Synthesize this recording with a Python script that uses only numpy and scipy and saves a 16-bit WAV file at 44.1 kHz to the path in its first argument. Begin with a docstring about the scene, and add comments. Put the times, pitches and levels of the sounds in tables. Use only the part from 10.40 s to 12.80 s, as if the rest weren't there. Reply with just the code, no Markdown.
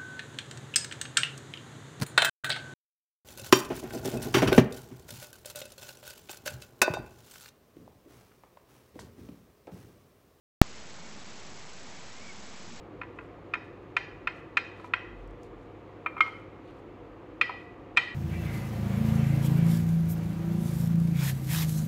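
"""A quiet waterside, with a small camera's microphone on a swan that rests with a cygnet on her back.
The sound switches on with a loud click, then the outdoor air rumbles low under faint hums and whistles
and the thin whine of the camera's electronics. The cygnet peeps softly twice, each a pure, arching
whistle; between the peeps a low hum swells briefly. The camera's coarse 8-bit steps make the sound
grainy, and a faint, even hiss lies over it."""
import sys
import numpy as np
from scipy import signal
from scipy.fft import rfft, irfft
from scipy.io import wavfile
from scipy.ndimage import uniform_filter1d

SR = 44100
rng = np.random.default_rng(int(sys.argv[2]) if len(sys.argv) > 2 else 0)


def wav_record(signal):
    """Record a signal, one row per channel, as 16-bit PCM in the file named by sys.argv[1]."""
    frames = np.transpose(np.atleast_2d(signal))
    bounded = np.clip(frames, -1, 1)
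    # unit amplitude maps onto the largest positive 16-bit level
    quanta = np.round(bounded * 32767).astype(np.int16)
    wavfile.write(sys.argv[1], SR, quanta)


N = 105840
CAMERA_RATE_HZ = 16000


def amp(db):
    """Decibels to gain."""
    return 10 ** (np.asarray(db) / 20)


def unit(x):
    """Scales to an rms of 1."""
    return x / np.sqrt(np.mean(x ** 2) + 1e-20)


def equalise(x, curve):
    """Filters by a curve of (Hz, dB) points, joined on a log-frequency axis."""
    hz, db = np.transpose(curve)
    gain_db = np.interp(np.log(np.fft.rfftfreq(N, 1 / SR) + 1), np.log(hz + 1), db)
    return irfft(rfft(x) * amp(gain_db), N)


def switch_on_click(sound, on_s=.21609, stuck_s=.00197, height=.98):
    """Silence until the camera switches on; the signal then sticks near full scale for a moment."""
    t = np.arange(N) / SR - on_s
    stuck = np.convolve(t < stuck_s, signal.firwin(63, CAMERA_RATE_HZ / 2, fs=SR), "same")
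    return (sound * (1 - stuck) - height * stuck) * (t >= 0)


def outdoor_air(level_db=-49.5, rumble_hz=179.6, rumble_octaves=.9, patch_db=.94):
    """Distant rumble thinning into the microphone's own hiss; the rumble swells and faint patches drift."""
    # Each row: frequency in Hz, relative level of air and hiss in dB.
    spectrum = [(20, -90.5), (42, -88.5), (90, -81.5), (150, -78.5), (215, -76), (310, -81.5), (450, -81.5),
                (600, -83.5), (850, -84), (1700, -88.4), (2250, -88.5), (2800, -93.0), (5000, -93.5),
                (7000, -97)]
    # Each row: time in seconds, rise or fall of the rumble band in dB.
    rumble_swells = [(.25, -0.5), (.45, -3), (.58, 2.5), (.72, 1.5), (.85, -1.5), (1.04, -2), (1.12, 3),
                     (1.25, -1.5), (1.42, -1), (1.52, 1), (1.75, -4), (1.9, 0.5), (2.02, -2.5), (2.17, 0),
                     (2.26, 3.5), (2.4, 1.5)]
    hz, t, bins = signal.stft(rng.standard_normal(N), SR, nperseg=2048)
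    rumble_band = np.exp(-(np.log2((hz + 1) / rumble_hz) / rumble_octaves) ** 2)
    swell_db = np.outer(rumble_band, np.interp(t, *np.transpose(rumble_swells)))
    patches = uniform_filter1d(rng.standard_normal(bins.shape), size=12, axis=0)  # smooth in frequency
    patches = unit(uniform_filter1d(patches, size=5, axis=1))  # and in time
    noise = signal.istft(bins * amp(swell_db + patch_db * patches), SR, nperseg=2048)[1][:N]
    return amp(level_db) * unit(equalise(noise, spectrum))


def faint_tones():
    """Two low hums and two thin whistles in the background, each a narrow, wavering band of noise."""
    # Each row: centre in Hz, half-width in Hz, level in dB.
    bands = [(63.04, 2, -68.5), (206.3, 10, -68), (2220, 12, -71), (2445, 20, -74.5)]
    hz = np.fft.rfftfreq(N, 1 / SR)
    tones = np.zeros(N)
    for centre_hz, half_width_hz, db in bands:
        peak = 1 / (1 + ((hz - centre_hz) / half_width_hz) ** 2)
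        tones += amp(db) * unit(irfft(rfft(rng.standard_normal(N)) * peak, N))
    return tones


def camera_whine(pitch_hz=7872, level_db=-64, frame_hz=30, pulse_sharpness=2.6):
    """The camera's electronics give a thin whine that pulses once per picture frame."""
    t = np.arange(N) / SR
    pulses = np.exp(pulse_sharpness * np.cos(2 * np.pi * frame_hz * t))
    return amp(level_db) * unit(pulses * np.sin(2 * np.pi * pitch_hz * t))


def cygnet_peep(start_s, length_s, top_hz, accent_db, soft_db=-9.5, attack_s=.01, release_s=.0075):
    """A pure whistle that climbs softly, then is accented as it drops in pitch and stops."""
    top_at, accent_at, accent_spread = .66, .86, .14  # shares of the call's length
    rise, drop = .13, .115  # shares of the top pitch
    t = np.arange(N) / SR - start_s
    progress = np.clip(t / length_s, 0, 1)
    before_top = np.maximum(1 - progress / top_at, 0)
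    after_top = np.maximum((progress - top_at) / (1 - top_at), 0)
    hz = top_hz * (1 - rise * before_top ** 1.5 - drop * after_top ** 2.4)
    whistle = np.sqrt(2) * np.sin(2 * np.pi * np.cumsum(hz) / SR)
    gate = np.clip(t / attack_s, 0, 1) * np.clip((length_s - t) / release_s, 0, 1)
    accent = np.exp(-((progress - accent_at) / accent_spread) ** 2)
    return amp(accent_db + soft_db * (1 - accent)) * gate * whistle


def brief_hum(peak_s=.735, spread_s=.04, pitch_hz=206.6, level_db=-54):
    """A low tone that swells out of the rumble and sinks back."""
    t = np.arange(N) / SR - peak_s
    swell = np.exp(-(t / spread_s) ** 2)
    return np.sqrt(2) * amp(level_db) * swell * np.sin(2 * np.pi * pitch_hz * t)


def scene():
    """The waterside at the microphone, in mono, with the camera's own whine."""
    # Each row: start in seconds, length in seconds, top pitch in Hz, level of the accent in dB.
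    peeps = [(.335, .05, 2165, -56.5), (1.745, .181, 2294, -49.5)]
    background = outdoor_air() + faint_tones() + camera_whine()
    cygnet = sum(cygnet_peep(*row) for row in peeps)
    return (background + cygnet + brief_hum())[None]


def record(dry, step=1 / 128, offset_steps=.72, hiss_db=-61.5, cutoff_hz=16387):
    """The camera clicks on and samples slowly; a faint, even hiss lies over the grainy 8-bit sound."""
    # The treble roll-off. Each row: frequency in Hz, gain in dB.
    roll_off = [(100, 0.5), (7300, 0), (7750, -5), (8000, -5.5)]
    slow = signal.resample(dry, round(N * CAMERA_RATE_HZ / SR), axis=1)
    stepped = step * np.round(slow / step + offset_steps)
    hiss = amp(hiss_db) * rng.standard_normal(slow.shape)
    dulled = equalise(signal.resample(stepped + hiss, N, axis=1), roll_off)
    low_pass = signal.firwin(255, cutoff_hz, window=("kaiser", 8), fs=SR)
    return signal.oaconvolve(switch_on_click(dulled), low_pass[None], "same")


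dry = scene()
out = record(dry)
wav_record(out)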